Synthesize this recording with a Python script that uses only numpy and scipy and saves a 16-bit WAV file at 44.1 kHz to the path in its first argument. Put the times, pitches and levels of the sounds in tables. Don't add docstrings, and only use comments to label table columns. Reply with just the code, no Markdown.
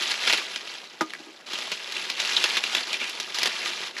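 import sys
import numpy as np
from scipy import signal
from scipy.fft import rfft, irfft
from scipy.io import wavfile
from scipy.ndimage import uniform_filter1d

SR = 44100
rng = np.random.default_rng(int(sys.argv[2]) if len(sys.argv) > 2 else 0)


def log_audio(samples):
    frames = np.atleast_2d(samples).T
    limited = np.clip(frames, -1, 1)
    pcm = np.round(limited * 32767).astype(np.int16)
    wavfile.write(sys.argv[1], SR, pcm)


N = 176400

# frequency in Hz, level in dB.
CRACK_SPECTRUM = [(120, -45), (300, -13.5), (2500, -3.5), (4500, -6), (8500, -14), (10800, -18.5),
                  (13500, -38.5)]
# frequency in Hz, level in dB.
STALK_SPECTRUM = [(60, -17.5), (170, -3.5), (350, 2.5), (1100, -0.5), (6000, -16.5), (13500, -33)]


def amp(db):
    return 10 ** (np.asarray(db) / 20)


def unit_rms(x):
    return x / np.sqrt(np.mean(x ** 2) + 1e-20)


def unit_energy(x):
    return x / np.sqrt(np.sum(x ** 2) + 1e-20)


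def add(mix, start_s, sound):
    part = mix[max(round(start_s * SR), 0):][:len(sound)]
    part += sound[:len(part)]


def colour(x, spectrum, size=2048):
    f, db = np.transpose(spectrum)
    hz = abs(np.fft.fftfreq(size, 1 / SR))
    log_gain = np.log(amp(np.interp(np.log(hz + 1), np.log(f), db)))
    impulse = np.fft.ifft(np.exp(np.conj(signal.hilbert(log_gain)))).real
    return signal.oaconvolve(x, impulse[:size // 2])[:len(x)]


def wander(hz):
    f = np.fft.rfftfreq(N, 1 / SR)
    return unit_rms(irfft(rfft(rng.standard_normal(N)) * f / (f + hz / 10) / (1 + (f / hz) ** 2), N))


def ring(x, hz, q):
    return signal.lfilter(*signal.iirpeak(min(hz, SR / 3), max(q, 1), SR), x)


def effort_db():
    # time in seconds, level in dB.
    handling = [(0, -31.5), (.075, -32.5), (0.109, -28), (.18, -36.5), (.25, -28), (.36, -29), (.46, -38.5),
                (.55, -38.5), (.6, -43), (.74, -41), (.92, -51.5), (1.15, -47.5), (1.456, -56),
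                (1.464, -43.5), (1.53, -35), (1.61, -37), (1.85, -41), (1.96, -34.5), (2.15, -38.5),
                (2.215, -30), (2.47, -29.5), (2.57, -31.5), (2.61, -37.5), (2.768, -28.5), (2.851, -38),
                (2.94, -31), (2.98, -39.5), (3.02, -33.5), (3.15, -39), (3.34, -40), (3.39, -32.5),
                (3.44, -29.5), (3.49, -34), (3.62, -35), (3.67, -30), (3.72, -35.5), (3.882, -36),
                (3.924, -51), (4, -33.5)]
    return np.interp(np.arange(N) / SR, *np.transpose(handling))


def husk_rustle(scraps=24, peak_fractures_per_s=8000, ring_cycles=2.5):
    effort = effort_db()
    activity = amp(.3 * (effort - effort.max()))
    size_db = 2.5 * np.minimum(rng.exponential(1, N), 5)
    sizes = amp(size_db) * rng.choice([-1, 1], N) / np.sqrt(activity)
    clicks = sizes * (rng.random(N) < activity * peak_fractures_per_s / SR)
    scrap_hit = rng.integers(0, scraps, N)
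    rings = np.zeros(N)
    for k, hz in enumerate(np.geomspace(700, 12000, scraps)):
        prominence = amp(3 * wander(hz=24.8))
        rings += ring(clicks * (scrap_hit == k) * prominence, hz, np.pi * ring_cycles) / np.sqrt(hz)
    crackle = colour(unit_rms(rings) + unit_rms(clicks), leaf_tone())
    clumps = amp(1.53 * wander(hz=83))
    return unit_rms(crackle * clumps) * amp(effort + 1.5)


def leaf_tone():
    # frequency in Hz, level in dB.
    leaf_spectrum = [(100, -23), (170, -44), (330, -19), (550, -17), (1200, -8), (2800, 2), (4000, 1),
                     (5200, -2.5), (8300, -14.5), (10900, -18.5), (11800, -26), (13500, -27)]
    return leaf_spectrum


def stalk_brushing():
    body = colour(rng.standard_normal(N), STALK_SPECTRUM)
    bumps = unit_rms(body * amp(2.5 * wander(hz=41)))
    return bumps * amp(-24 + 0.61 * effort_db())


def garden_air(level_db=-56):
    # frequency in Hz, level in dB.
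    air_spectrum = [(30, -27), (320, -2), (4000, -17), (13500, -35)]
    return amp(level_db) * unit_rms(colour(rng.standard_normal(N), air_spectrum))


def leaf_snap(db, hz, tear_s, thump_db, fizz_hz=9630, size=4096):
    t = np.arange(size) / SR
    tear = unit_energy(rng.laplace(size=size) * np.exp(-t / tear_s))
    fractures = tear + 0.11 * signal.unit_impulse(size)
    crack = unit_energy(colour(fractures, CRACK_SPECTRUM))
    leaf = unit_energy(crack + amp(6) * unit_energy(ring(crack, hz, q=1.46)))
    fizz = unit_energy(ring(ring(fractures, fizz_hz, q=5.6), fizz_hz, q=1))
    fizz *= amp(-15.5) * (hz / 4000) ** 2
    jolt = rng.standard_normal(size) * np.exp(-t / 0.0063)
    thump = amp(thump_db) * unit_energy(colour(jolt, STALK_SPECTRUM))
    return amp(db - 1.5) * np.sqrt(SR * tear_s / 2) * (leaf + fizz + thump)


def bucket_knock(db, bright_hz, clatter_s=0.011, hard_hz=1010, size=16384):
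    # pitch in Hz, level in dB, time to fall 60 dB in seconds.
    bucket_modes = [(268, -4.5, 0.093), (317.3, 0.5, 0.16), (395, -9, .12), (842, 2.5, 0.06),
                    (970, -5, 0.1), (1225, 2, 0.12), (1420, 13, 0.014), (1660, -16, .07), (1970, 6, 0.021)]
    # frequency in Hz, level in dB.
    contact_spectrum = [(70, -26), (200, 4.5), (1450, 0.5), (3000, -6.5), (6000, -10), (12000, -28)]
    t = np.arange(size) / SR
    body = np.zeros(size)
    for k, (hz, level, t60) in enumerate(bucket_modes):
        mode = amp(level - 60 * t / t60) * np.sin(2 * np.pi * hz * t)
        body += (-1) ** k * mode / (1 + (hz / bright_hz) ** 2)
    contact = rng.standard_normal(size) * np.exp(-t / clatter_s)
    clatter = colour(contact, contact_spectrum) / (1 + (hard_hz / bright_hz) ** 2)
    return amp(db) * (.5 * body + amp(7) * clatter)


def woody_tick(db, hz=1900, q=2.2, decay_s=0.0016, size=2048):
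    blow = rng.standard_normal(size) * np.exp(-np.arange(size) / SR / decay_s)
    hollow = unit_energy(ring(ring(blow, hz, q), hz, q))
    click = unit_energy(colour(blow, CRACK_SPECTRUM))
    return amp(db) * (hollow + 0.33 * click)


def husk_squeak(db, hz, rise_s, q=5.7, size=4096):
    age = np.arange(size) / SR / rise_s
    slips = rng.standard_normal(size) * age * np.exp(-age)
    tone = unit_energy(ring(ring(slips, hz, q / 2), hz, q))
    rasp = unit_energy(colour(slips, CRACK_SPECTRUM))
    return amp(db) * np.sqrt(2 * SR * rise_s) * (tone + 0.057 * rasp)


def garden_reflections(x, wet_db=-10.5, t60_s=0.094, echoes_per_s=2000, size=11025):
    t = np.arange(size) / SR
    echoes = rng.standard_normal(size) * (rng.random(size) < echoes_per_s / SR)
    tail = unit_energy(echoes * (t > .002) * amp(-60 * t / t60_s))
    return x + amp(wet_db) * signal.oaconvolve(x, tail)[:N]


def diffuse_hiss(x):
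    # frequency in Hz, level in dB.
    side_spectrum = [(300, -29), (2000, -52.5), (5000, -37), (13500, -28.5)]
    envelope = np.sqrt(abs(uniform_filter1d(x ** 2, 256)))
    return colour(envelope * rng.standard_normal(N), side_spectrum)


def scene():
    # start in seconds, strength in dB, ring in Hz, tearing time in seconds, thump in dB.
    snaps = [(.022, -23, 3530, 0.018, -32), (.1412, -17.5, 2300, 0.0014, -24),
             (.2755, -15.5, 2130, 0.0056, -12), (.2965, -15, 2520, 0.011, -14),
             (.3268, -9.5, 3820, 0.0014, -9), (.333, -15, 2480, 0.01, -12.5),
             (.381, -21, 2840, 0.0053, -12.5), (.56, -19, 2540, 0.0034, -18),
             (1.105, -28, 3200, 0.0021, -31), (1.533, -26.5, 3620, 0.0078, -7.5),
             (1.587, -26, 4000, 0.007, -8.5), (1.717, -22.5, 3180, 0.013, -10.5),
             (1.922, -24.5, 4000, 0.0033, -25), (2.1, -18.5, 3330, 0.0047, -31),
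             (2.2005, -15.5, 3500, 0.0033, -19), (2.44, -10, 3400, 0.0042, -11),
             (2.569, -16, 2830, 0.011, -12.5), (2.638, -15, 2700, 0.0039, -20),
             (2.749, -12.5, 3600, 0.0039, -14), (2.93, -16, 3870, 0.002, -16),
             (3.096, -27, 7300, 0.0032, -15), (3.2, -21, 4500, 0.0063, -17),
             (3.345, -25, 4000, 0.019, -34.5), (3.386, -21.5, 4400, 0.0091, -12),
             (3.432, -12.5, 4800, 0.003, -17.5), (3.457, -16, 3440, 0.0075, -12),
             (3.472, -18.5, 3500, 0.0045, -9)]
    # start in seconds, strength in dB, pitch in Hz, rise time in seconds.
    squeaks = [(2.365, -14.5, 3560, 0.0026), (2.94, -25, 2570, 0.0031), (2.997, -32, 2520, 0.021),
               (3.966, -29, 2020, 0.0014)]
    # start in seconds, strength in dB, brightness in Hz.
    knocks = [(1.009, -19, 2980), (1.0215, -23.5, 340), (1.197, -26.5, 300), (1.266, -29, 300),
              (1.283, -26.5, 310)]
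    # start in seconds, strength in dB.
    ticks = [(1.1355, -8), (1.1505, -14)]
    direct = husk_rustle() + stalk_brushing()
    cues = (snaps, leaf_snap), (squeaks, husk_squeak), (knocks, bucket_knock), (ticks, woody_tick)
    for events, source in cues:
        for start_s, *settings in events:
            add(direct, start_s, source(*settings))
    mid = garden_reflections(direct) + garden_air()
    side = diffuse_hiss(mid)
    return np.array([mid + side, mid - side])


def record(dry, low_cut_hz=164, notch_hz=8930, notch_width_hz=1200, sheen_hz=10820, top_hz=13700):
    low_cut = signal.butter(6, low_cut_hz, "high", fs=SR, output="sos")
    thinned = signal.sosfilt(low_cut, dry) + 0.13 * dry
    notched = signal.lfilter(*signal.iirnotch(notch_hz, notch_hz / notch_width_hz, SR), thinned)
    bright = notched + ring(notched, sheen_hz, q=28)
    band_limit = signal.firwin(255, top_hz, window=("kaiser", 9), fs=SR)
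    return signal.oaconvolve(bright, band_limit[None], "same")


dry = scene()
out = record(dry)
log_audio(out)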